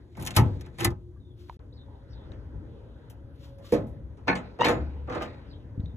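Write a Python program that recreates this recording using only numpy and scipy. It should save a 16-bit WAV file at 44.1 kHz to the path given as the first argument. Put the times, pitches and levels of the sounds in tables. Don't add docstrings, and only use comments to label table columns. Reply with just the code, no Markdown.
import sys
import numpy as np
from scipy import signal
from scipy.fft import rfft, irfft
from scipy.io import wavfile
from scipy.ndimage import uniform_filter1d

SR = 44100
rng = np.random.default_rng(int(sys.argv[2]) if len(sys.argv) > 2 else 0)


def field_ratio(decibels):
    return 10 ** (np.asarray(decibels, dtype=float) / 20)


def transcribe(u):
    v = np.clip(np.atleast_2d(u).T, -1, 1)
    q = np.round(v * 32767).astype(np.int16)
    wavfile.write(sys.argv[1], SR, q)


N = 262905
T = np.arange(N) / SR
CAB_ENDS_S, OUTSIDE_STARTS_S = 1.570, 1.592
SHARED_UNDER_HZ = 805
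TOP_SLOPE = 2.7
EDGES = 25 * 2 ** np.arange(0, 9.4, 1 / 3)
CENTRES = np.sqrt(EDGES[1:] * EDGES[:-1])


def curve(rows, column, outside):
    rows = np.array(rows)
    return np.interp(T, rows[:, 0], rows[:, column], outside, outside)


def at_hz(points, hz):
    points = np.array(points)
    return np.interp(np.log(hz), np.log(points[:, 0]), points[:, 1])


def rms_one(x):
    return x / np.sqrt(np.mean(x ** 2, axis=-1, keepdims=True) + 1e-20)


def butter(x, order, hz, kind="low"):
    return signal.sosfilt(signal.butter(order, hz, kind, fs=SR, output="sos"), x)


def drift(rate):
    r = np.exp(-80 * np.pi * rate / SR)
    slow = signal.lfilter([1], [1, -2 * r, r * r], rng.standard_normal(N // 40 + 2002))[2000:]
    return np.interp(np.arange(N) / 40, np.arange(len(slow)), rms_one(slow))


def ring(x, hz, t60):
    r, w = field_ratio(-60 / (t60 * SR)), 2 * np.pi * hz / SR
    return signal.lfilter([0, np.sin(w)], [1, -2 * r * np.cos(w), r * r], x + 1e-18)


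def bands(white):
    return [rms_one(butter(white[k % 2], 2, [low, high], "band"))
            for k, (low, high) in enumerate(zip(EDGES, EDGES[1:]))]


def coloured(noise, spectrum):
    lowest_hz = spectrum[0][0]
    return rms_one(sum(field_ratio(at_hz(spectrum, hz)) * np.sqrt(hz) * band
                       for hz, band in zip(CENTRES, noise) if hz > lowest_hz))


def stroke(start, peak, end, db):
    rise_db, fall_db = 26, 37
    before = rise_db * (peak - T) / max(peak - start, 1e-3)
    after = fall_db * (T - peak) / max(end - peak, 1e-3)
    return field_ratio(db - np.maximum(before, after))


def microphone_hiss(noise):
    # frequency in Hz, level in dB per Hz.
    self_noise = [(1500, -31.5), (2500, -21.5), (3900, 1), (5000, -7), (8000, -9), (11800, -9.5),
                  (12600, -37.5)]
    return field_ratio(-80) * butter(coloured(noise, self_noise), 10, 12000)


def shudder(column):
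    # start in seconds, rumble in dB, rustle in dB, t60 in seconds.
    shudders = [
        (-.05, -55, -56.5, 0.73),
        (.39, -21.5, -37.5, 0.62),
        (.86, -39, -58.5, 0.65),
        (3.75, -60.5, -85, 1.15),
        (4.3, -67.5, -48, 1.9),
        (4.66, -31.5, -43.5, 1.22),
        (5.151, -46.5, -54, 2.4),
    ]
    gain = 0
    for row in shudders:
        since = np.maximum(T - row[0], 0)
        gain = gain + field_ratio(row[column] - 60 * since / row[3]) * (1 - np.exp(-since / 0.021))
    return gain


def traffic(noise):
    # time in seconds, traffic swell in dB.
    swell = [(0, -49), (.3, -47), (.9, -46.5), (1.5, -47), (1.7, -45.5), (2.4, -42), (2.6, -38.5),
             (2.9, -43.5), (3.5, -43.5), (4.0, -39.5), (4.3, -45.5), (5.0, -44), (5.4, -48.5), (5.6, -44),
             (5.96, -39)]
    # start in seconds, nearest in seconds, gone in seconds, level in dB.
    passes = [(1.399, 2.337, 2.66, -61), (2.205, 2.801, 4.53, -63), (2.604, 3.05, 3.5, -62.5),
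              (5.205, 5.794, 6.5, -69)]
    # frequency in Hz, level in dB per Hz.
    rumble_colour = [(15, -46), (25, -19), (42, -2), (65, 7.5), (124, -0.5), (179, -12.5), (274, -16.5),
                     (307, -13), (322, -29), (352, -26.5), (500, -33.5), (650, -56), (1100, -120)]
    # frequency in Hz, level in dB per Hz.
    hiss_colour = [(150, -30.5), (250, -1.5), (302, -4), (325, -9), (473, -6), (700, -24.5), (909, -16.5),
                   (1040, -30), (1620, -19.5), (2300, -38), (3760, -33), (8000, -59.5), (10400, -87),
                   (17600, -120)]
    swell_db = curve(swell, 1, -48.0)
    rumble_gain = field_ratio(swell_db) + shudder(column=1)
    place_db = np.where(T < OUTSIDE_STARTS_S, -73.5, -64)
    wash_db = place_db + 0.2 * (swell_db - swell_db.mean())
    hiss_gain = field_ratio(wash_db) + sum(stroke(*car) for car in passes) + shudder(column=2)
    together, rumble, hiss = drift(1.3), 0, 0
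    for hz, band in zip(CENTRES, noise):
        band = band[:, ::-1] * np.sqrt(hz)
        rumble_db = at_hz(rumble_colour, hz) + 1.2 * together + 1.8 * drift(6)
        hiss_db = at_hz(hiss_colour, hz) + 1.1 * together + 2.8 * drift(3) + 1.5 * drift(12)
        rumble = rumble + field_ratio(rumble_db) * band
        hiss = hiss + field_ratio(hiss_db) * band
    hiss_level = np.std(butter(hiss, 2, [400, 3000], "band"))
    return field_ratio(3.0) * rumble_gain * rms_one(rumble) + field_ratio(1.0) * hiss_gain * hiss / hiss_level


def hums():
    # frequency in Hz, width in Hz, level in dB.
    machines = [(55.4, 2.7, -55), (113.3, 8.8, -51), (290, 29, -64), (550, 3.9, -63.5)]
    # time in seconds, level in dB.
    whine = [(1.6, -4.5), (2.3, -3.5), (2.7, -5), (3.1, -5), (3.4, 5.5), (3.9, 5.5), (4.3, -11.5),
             (5.96, -8)]

    def hum(hz, width, db):
        return field_ratio(db) * rms_one(ring(rng.standard_normal(N), hz, 3.3 / width))

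    out = hum(357, 8, -56.5) * (T < CAB_ENDS_S)
    for hz, width, db in machines:
        gain = 1 if hz < 450 else field_ratio(curve(whine, 1, -200))
        out = out + gain * hum(hz, width, db)
    return out


def sparrows():
    # start in seconds, length in seconds, head in Hz, tail in Hz, level in dB.
    chirps = [(1.202, 0.032, 3800, 3680, -66.5), (1.245, 0.038, 3700, 3560, -68),
              (1.291, .045, 3520, 3440, -71), (1.725, 0.14, 5090, 3796, -62),
              (2.082, 0.19, 5300, 3730, -63), (5.468, 0.15, 5290, 3686, -64.5),
              (5.811, 0.07, 4700, 4190, -62), (5.862, 0.076, 3900, 3600, -66)]
    # share of length, head share of pitch, level in dB.
    call = [(0, 0.26, -2), (.14, 1, -6), (.24, 0.61, 4), (.34, 0.05, 0.5), (.62, -.05, -2.5),
            (1, -0.13, -16)]
    share, height, shape_db = np.transpose(call)
    hz, gain = np.full(N, 4000.), np.zeros(N)
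    burr = np.zeros(N)
    for s, length, head_hz, tail_hz, db in chirps:
        along = (T - s) / length
        sweep = head_hz / tail_hz
        hz = np.where(along > 0, tail_hz * sweep ** np.interp(along, share, height), hz)
        burr = np.where(along > 0, .028 + .13 * np.log(sweep), burr)
        gain += field_ratio(db + np.interp(along, share, shape_db, -200, -200))
    hz, gain = uniform_filter1d(hz, size=200), uniform_filter1d(gain, size=200)
    phase = 2 * np.pi * np.cumsum(hz * (1 + burr * drift(200))) / SR
    tone = gain * np.sin(phase) * field_ratio(6.0 * drift(60))
    echoes = rng.standard_normal((2, 6000)) * field_ratio(-60 * T[:6000] / .11)
    return field_ratio(-25) * np.array([signal.fftconvolve(tone, e)[:N] for e in echoes])


def wind_thumps():
    # time in seconds, level in dB, frequency in Hz, t60 in seconds.
    knocks = [(2.556, -27.5, 62.1, 0.088), (5.776, -20, 110.7, 0.064), (5.794, -13, 85, 0.051),
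              (5.834, -19, 84, 0.062), (5.859, -27, 65.8, 0.33), (5.94, -29, 96.9, 0.15)]
    out = np.zeros(N)
    for s, db, hz, t60 in knocks:
        click = np.zeros(N)
        click[round(s * SR)] = field_ratio(db + 1.5)
        out += ring(click, hz, t60) - 0.44 * ring(click, 2.5 * hz, 0.52 * t60)
    return butter(out, 2, 420)


def finger_slides(noise):
    # start in seconds, peak in seconds, end in seconds, level in dB.
    touches = [(1.321, 1.394, 3.2, -72), (3.299, 3.449, 3.65, -65.5), (3.615, 3.654, 4.02, -62.5),
               (3.618, 3.719, 3.89, -69.5)]
    # frequency in Hz, level in dB per Hz.
    colour = [(1000, -5), (2500, -9), (3700, -2.5), (7000, -11.5), (12000, -22), (16000, -7.5)]
    gain = sum(stroke(*s) * ((T < CAB_ENDS_S) | (s[0] > CAB_ENDS_S)) for s in touches)
    gain = uniform_filter1d(gain, size=400)
    return field_ratio(8.5 + 1.5 * drift(30)) * gain * coloured(noise, colour)


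def loose_parts():
    # time in seconds, frequency in Hz, level in dB, t60 in seconds.
    taps = [(.345, 3006, -49, .0055), (.372, 894, -24, .16), (.374, 1300, -31, .2), (.392, 110, -19, .1),
            (.851, 820, -31, .13), (.87, 270, -25, .08), (.872, 120, -22, .12), (.925, 105, -30, .15),
            (1.162, 1160, -62, .09), (1.17, 1620, -67, .088), (1.4955, 4150, -41, .005),
            (1.4965, 2300, -48, .0027), (1.4967, 2240, -42, .0073), (1.497, 958, -29, .023),
            (1.511, 930, -47, .014), (1.511, 2800, -54, .0038), (1.526, 920, -52, .016),
            (1.593, 4000, -51, .003), (2.319, 3850, -43, .009), (2.32, 1800, -48, .005),
            (2.32, 1100, -54, .0065), (3.645, 1160, -55, .15), (4.283, 2650, -36, .15),
            (4.32, 135, -32, .15), (4.345, 180, -36, .3), (4.352, 2500, -43, .12), (4.355, 4500, -34, .038),
            (4.36, 4000, -64, .6), (4.592, 760, -37, .06), (4.603, 350, -27, .08), (4.612, 6400, -40, .04),
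            (4.646, 3050, -29, .12), (4.649, 4500, -23, .037), (4.69, 7030, -43, .22),
            (5.09, 1150, -43, .3), (5.222, 6400, -43, .02), (5.28, 1900, -59, .5),
            (5.8035, 3800, -47, .008), (5.859, 3650, -46, .019), (5.8585, 4100, -47, .006)]
    return sum(ring(field_ratio(db) * (np.arange(N) == round(s * SR)), hz, t60) for s, hz, db, t60 in taps)


def rubbing():
    # start in seconds, peak in seconds, end in seconds, peak in dB 1-4 kHz,
    # level over 4 kHz in dB re that.
    cable = [(.1, .24, 1, -50, -4), (.33, .358, 0.41, -40.5, -6), (.6, .665, 0.62, -52, -11),
             (.36, .4, 0.34, -43, -22), (.783, .795, 0.9, -43.5, -3.5), (.79, .854, 0.91, -29.5, -5)]
    # start in seconds, peak in seconds, end in seconds, peak in dB 1-4 kHz,
    # level over 4 kHz in dB re that.
    catch = [(3.718, 3.728, 3.88, -38.5, -9.5), (4.64, 4.65, 4.76, -29.5, -9),
             (5.07, 5.13, 5.5, -45.5, -23), (4.274, 4.284, 4.37, -21, -39), (4.15, 4.335, 4.36, -57, -30),
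             (4.35, 4.45, 4.76, -50.5, -28), (4.585, 4.615, 5.4, -43.5, -32),
             (4.64, 4.655, 4.788, -20, -24), (4.66, 4.715, 4.74, -40, -8.5), (5.07, 5.15, 5.31, -45.5, -13),
             (5.15, 5.225, 5.7, -48, -18.5)]
    grains = field_ratio(3.0 * np.minimum(rng.exponential(1, (2, N)), 3.5)) * rng.choice([-1, 1], (2, N))
    grains = grains * (rng.random((2, N)) < 7000 * field_ratio(4.0 * drift(50)) / SR)
    strokes = []
    for rows, body_db in ((cable, 6), (catch, 8)):
        strokes += [(stroke(*r[:4]), r[4], body_db) for r in rows]
    out = np.zeros((2, N))
    for low, high, of_body, of_bright, trim_db in [
            (200, 1500, 0.49, 0.085, -4.0), (900, 2800, 0.094, 0.11, -1.5), (2480, 4000, 0.17, 0.41, -1.5),
            (4000, 7800, 0.0093, 0.99, -2.5), (8000, 21000, 0.0, TOP_SLOPE, -1.5)]:
        band = rms_one(butter(grains, 3, [low, high], "band"))
        gain = sum(g * field_ratio(of_body * body + of_bright * bright) for g, bright, body in strokes)
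        out += field_ratio(trim_db) * uniform_filter1d(gain, size=300) * band
    return out


def panel_noise():
    spacing_hz, depth_db = 49.1, 4
    hz = np.fft.rfftfreq(N, 1 / SR)
    peaks = np.interp(hz / spacing_hz, np.arange(1000), rng.standard_normal(1000))
    return irfft(rfft(rng.standard_normal((2, 2, N))) * field_ratio(depth_db * peaks / (1 + (hz / 3500) ** 2)), N)


def clatter(panel, hits, thud_db, body_db):
    # frequency in Hz, decay time as a share of the blow's t60.
    ring_share = [(60, 3.1), (250, 2.45), (1000, 1.79), (4000, 0.62), (16000, 0.8)]
    out = np.zeros((2, N))
    colour_db = rng.normal(0, 2.7, (len(hits), len(CENTRES)))
    for (s, db, weight, crack, t60), tint in zip(hits, colour_db):
        i = round(s * SR)
        after = T[:min(SR // 2, N - i)]
        thud, body = weight + thud_db, weight + body_db
        shape = [(35, thud - 18), (110, thud - 7), (500, body - 7), (2000, -11.0),
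                 (6500, crack - 5), (15000, TOP_SLOPE * crack - 6)]
        for hz, band, own_db in zip(CENTRES, panel, tint):
            ringing = max(t60, .01) * at_hz(ring_share, hz)
            snap = 0.92 * hz / (hz + 5000) * field_ratio(-60 * after / (0.23 * ringing))
            swell = 1 - np.exp(-after / (1.8 / hz + 0.042 * t60))
            fall = .5 * field_ratio(-60 * after / ringing) * swell + snap
            out[:, i:i + len(after)] += field_ratio(db + at_hz(shape, hz) + own_db) * fall * band[:, i:i + len(after)]
    return out


def struck(modes, blows):
    out, at = np.zeros((2, N)), [round(s * SR) for s, db in blows]
    blow_db = np.array(blows)[:, 1]
    for hz, level_db, t60 in modes:
        t60 = min(t60, .6, 150 / hz)
        twin = 1 + rng.choice([-1, 1]) * rng.uniform(.015, .05)
        for split, share in ((1, 1), (twin, .6)):
            clicks, sign = np.zeros((2, N)), rng.choice([-1, 1], (2, len(at)))
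            heights = field_ratio(blow_db + level_db + rng.normal(0, 1.9, (2, len(at))))
            clicks[:, at] = heights * (sign if hz > SHARED_UNDER_HZ else sign[0])
            soft = signal.lfilter(np.hanning(int(SR / hz) + 3) * 2 * hz / SR, [1], clicks)
            out += share * ring(soft, hz * split, t60)
    return 2.33 * out


def cab_blows(panel):
    # time in seconds, peak in dB 1-4 kHz, weight of the lows in dB,
    # crack over 4 kHz in dB re peak, t60 in seconds.
    hits = [(0.1518, -37.5, -11, -24, 0.071), (0.170, -43, 13.5, -2.5, 0.13), (0.197, -40, 1, -3, 0.25),
            (0.2105, -46, -2, 0, 0.099), (0.2242, -39.5, 7, 4.5, 0.061), (0.2514, -33.5, -10, 2, 0.049),
            (0.2639, -25, -14.5, -1.5, 0.071), (0.2721, -19.5, -18, -1.5, 0.064),
            (0.3069, -28.5, -9.5, -2.5, 0.069), (0.3514, -39, -7.5, 2.5, 0.11),
            (0.3638, -12.5, -24, 2, 0.037), (0.367, -12, 2.5, -2.5, 0.14), (0.6096, -35, -8, -4.5, 0.057),
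            (0.6418, -50.5, 2.5, -21, 0.6), (0.6623, -41, -6.5, -7.5, 0.061),
            (0.779, -42, -8.5, -9.5, 0.075), (0.785, -29, -7, -7, 0.13), (0.797, -31, -8, -5, 0.08),
            (0.8051, -24.5, -3, -1.5, 0.096), (0.831, -28.5, -4, -6, 0.099), (0.8458, -15.5, -21, 4, 0.037),
            (0.849, -18, -4.5, -1, 0.089), (0.904, -38.5, 9.5, -4, 0.073), (1.485, -46.5, 4, -26, 0.048)]
    # frequency in Hz, level in dB, t60 in seconds.
    dash = [(96.9, 2, 0.47), (199, -8, 0.16), (316.8, -18.5, 0.21), (380.6, -14.5, 0.78), (480, -25, 0.17),
            (526.6, -36, 0.7), (910, -17, 0.43), (862, -12.5, 0.43), (1210, -18.5, 0.2),
            (1520, -29.5, 0.16), (1552, -18, 0.15), (1833, -16.5, .09), (1973, -16, .12),
            (2220, -17.5, 0.083)]
    # time in seconds, level in dB.
    dash_blows = [
        (0.176, -39),
        (0.191, -34.5),
        (0.365, -18.5),
        (.385, -15.5),
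    ]
    # frequency in Hz, level in dB, t60 in seconds.
    lever = [(96.9, -4.5, 0.36), (253, -11, 0.17), (344.7, 4, 0.13), (773, -9, 0.074), (880, -8, 0.14),
             (1295, -20.5, 0.14), (1772, -5.5, 0.0872), (2026, -3, 0.056), (2245, -18, 0.09),
             (2509, -14, 0.085), (2740, -18.5, 0.09), (3000, -20, .07), (3700, -13.5, .05)]
    # time in seconds, level in dB.
    lever_blows = [
        (0.787, -43),
        (0.798, -39.5),
        (0.808, -34.5),
        (0.821, -37),
        (.849, -21),
        (.872, -31),
    ]
    rings = struck(dash, dash_blows) + struck(lever, lever_blows)
    return clatter(panel, hits, thud_db=9.3, body_db=-5) + rings


def hood_blows(panel):
    # time in seconds, peak in dB 1-4 kHz, weight of the lows in dB,
    # crack over 4 kHz in dB re peak, t60 in seconds.
    hits = [(1.5918, -54, 5, -18, 0.17), (2.3176, -45, -19, -17, 0.17), (3.099, -49.5, -1, 3, 0.13),
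            (3.5834, -57, 15, -3, 0.18), (3.722, -36.5, -11, 3, 0.067), (3.726, -31, 14, -8.5, 0.21),
            (3.737, -35.5, -3, -3, 0.15), (3.869, -63, -10, 1.5, 0.34), (4.172, -53, 9.5, -10.5, 0.26),
            (4.273, -26.5, 7, -18, 0.054), (4.279, -17, -3.5, -16.5, 0.2), (4.353, -25, -25, -10.5, 0.18),
            (4.589, -32, 13, -22, 0.16), (4.607, -28, -1, -12, 0.14), (4.6452, -20, -17, -4.5, 0.25),
            (4.6844, -16, -0.5, -10.5, 0.18), (5.074, -40, 7.5, -20, 0.094), (5.084, -40, 3, -37, 0.093),
            (5.0967, -30.5, -1, -18.5, 0.21), (5.123, -31, -8, -16, 0.24), (5.149, -34, -7, -10, 0.1),
            (5.155, -28, 0, -60, 0.13), (5.169, -47.5, -4.5, -39, 0.073), (5.204, -38, -7.5, -16, 0.12),
            (5.211, -36.5, 7, -17, 0.081), (5.2207, -28.5, -16, -8, 0.18), (5.805, -59, 17, -12, 0.12)]
    # frequency in Hz, level in dB, t60 in seconds.
    hood = [(124.8, -14, 0.9), (222.2, -8.5, 0.43), (312.6, -5.5, 0.31), (478.5, -2, 0.18), (525, -9, 0.5),
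            (613, -16.5, 0.3), (703, -19.5, 0.32), (835, -22.5, .2), (906, -20.5, 0.2), (1097, -27, 0.51),
            (1590, -28, .13), (1750, -28, 0.36), (399.2, -10.5, 0.2), (2270, -24.5, 0.48)]
    # time in seconds, level in dB.
    hood_knocks = [
        (3.723, -16),
        (3.737, -26),
        (4.6, -33.5),
        (4.652, -28.5),
        (4.667, -23.5),
        (4.681, -26),
        (4.692, -26.5),
        (4.712, -32),
    ]
    # frequency in Hz, level in dB, t60 in seconds.
    catch = [(183.8, -11.5, 0.48), (489.4, -2.5, 0.13), (1063, -5, 0.2), (905, -6, 0.2), (292, -1, 0.09),
             (765, -22, 0.4), (1502, -4, 0.3), (1730, -0.5, 0.24), (1940, -8, 0.35), (2190, -0.5, 0.39),
             (2490, -6.5, 0.2), (2390, -4.5, 0.2), (3560, -19, .5), (4280, -7, 0.15)]
    # time in seconds, level in dB.
    catch_knocks = [
        (4.281, -24.5),
        (4.288, -27),
        (4.299, -25.5),
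        (4.315, -31),
        (4.328, -31),
        (4.355, -38.5),
        (4.644, -28),
        (4.668, -27.5),
        (4.697, -33),
    ]
    # frequency in Hz, level in dB, t60 in seconds.
    hinge = [(252, -6, 0.14), (325, -1, .1), (492.5, 2.5, .12), (610, -13, .1), (755, -7.5, 0.076),
             (952, -9, 0.16), (1219, -3.5, .2), (1368, -9.5, .2), (1600, -11, .12), (2110, -20, .12),
             (2580, -24, .12)]
    # time in seconds, level in dB.
    hinge_touches = [(5.081, -44), (5.087, -42), (5.102, -36), (5.113, -47), (5.124, -41), (5.134, -37),
                     (5.146, -43), (5.156, -36), (5.168, -38), (5.185, -42), (5.21, -33.5), (5.221, -42),
                     (5.235, -51), (5.267, -47.5)]
    rings = struck(hood, hood_knocks) + struck(catch, catch_knocks) + struck(hinge, hinge_touches)
    return clatter(panel, hits, thud_db=-2, body_db=0.12) + rings


def catch_squeal():
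    # time in seconds, slips per second, level in dB.
    slips = [(4.596, 960, -47), (4.609, 910, -30.5), (4.62, 935, -24.5), (4.627, 970, -32),
             (4.634, 955, -26.5), (4.640, 950, -33), (4.648, 1000, -25.5), (4.658, 1300, -48)]
    # frequency in Hz, level in dB.
    colour = [(900, -1.2), (1900, -7.5), (2900, -6.5), (4600, -22), (12000, -52)]
    phase = 2 * np.pi * np.cumsum(curve(slips, 1, 900) * (1 + .02 * drift(400))) / SR
    starts = rng.uniform(0, 2 * np.pi, 15)
    stack = np.zeros((2, N))
    for port in range(2):
        for k in range(1, 16):
            harmonic_db = at_hz(colour, k * slips[1][1]) + 7 * drift(220)
            stack[port] += field_ratio(harmonic_db) * np.sin(k * phase + starts[k - 1])
    return 1.202 * uniform_filter1d(field_ratio(curve(slips, 2, -200)), size=150) * stack


def hood_boom():
    attack_s, settle_s, hold_s, release_s = 0.015, 0.13, 0.16, 0.02
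    s = 4.792 + np.cumsum([-attack_s, attack_s, settle_s, hold_s, release_s])
    db = np.interp(T, s, -31.5 - np.array([15, 0, 5, 5, 18]), -200, -200)
    return 2.67 * uniform_filter1d(field_ratio(db), size=900) * np.sin(2 * np.pi * 71.4 * T)


def scene():
    noise = bands(rng.standard_normal((2, 2, N)))
    background = microphone_hiss(noise) + traffic(noise) + hums() + sparrows()
    nearby = wind_thumps() + finger_slides(noise)
    panel = bands(panel_noise())
    metal = loose_parts() + rubbing() + cab_blows(panel) + hood_blows(panel) + catch_squeal() + hood_boom()
    return background + nearby + metal


def band_limit(x):
    return signal.sosfilt(signal.butter(12, 16980, fs=SR, output="sos"), x)


def record(dry):
    lag, mirrored_over_hz = 10, 3600
    dry = butter(dry, 4, 36, "high")
    dry = signal.lfilter(*signal.iirnotch(4930, 31, fs=SR), dry)
    low = butter(dry, 2, SHARED_UNDER_HZ)
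    high = butter(dry[0], 4, mirrored_over_hz, "high")
    middle = butter(dry - low, 4, mirrored_over_hz)
    deep = butter(low[0], 1, 160)
    early_bass = np.roll(low[0] + (field_ratio(-3.5) - 1) * deep, -lag)
    right_bass = 0.88 * early_bass + 0.05 * low[1]
    right_treble = -0.019 * high - 0.9 * np.roll(high, lag)
    wet = np.array([low[0] + middle[0] + high, right_bass + 1.174 * middle[1] + right_treble])
    wet = signal.sosfilt(signal.cheby2(10, 60, 16300, fs=SR, output="sos"), wet)
    on = uniform_filter1d(1. * ((T < CAB_ENDS_S) | (T > OUTSIDE_STARTS_S)), size=60)
    return band_limit(field_ratio(-4.0) * wet * on)


dry = scene()
out = record(dry)
transcribe(out)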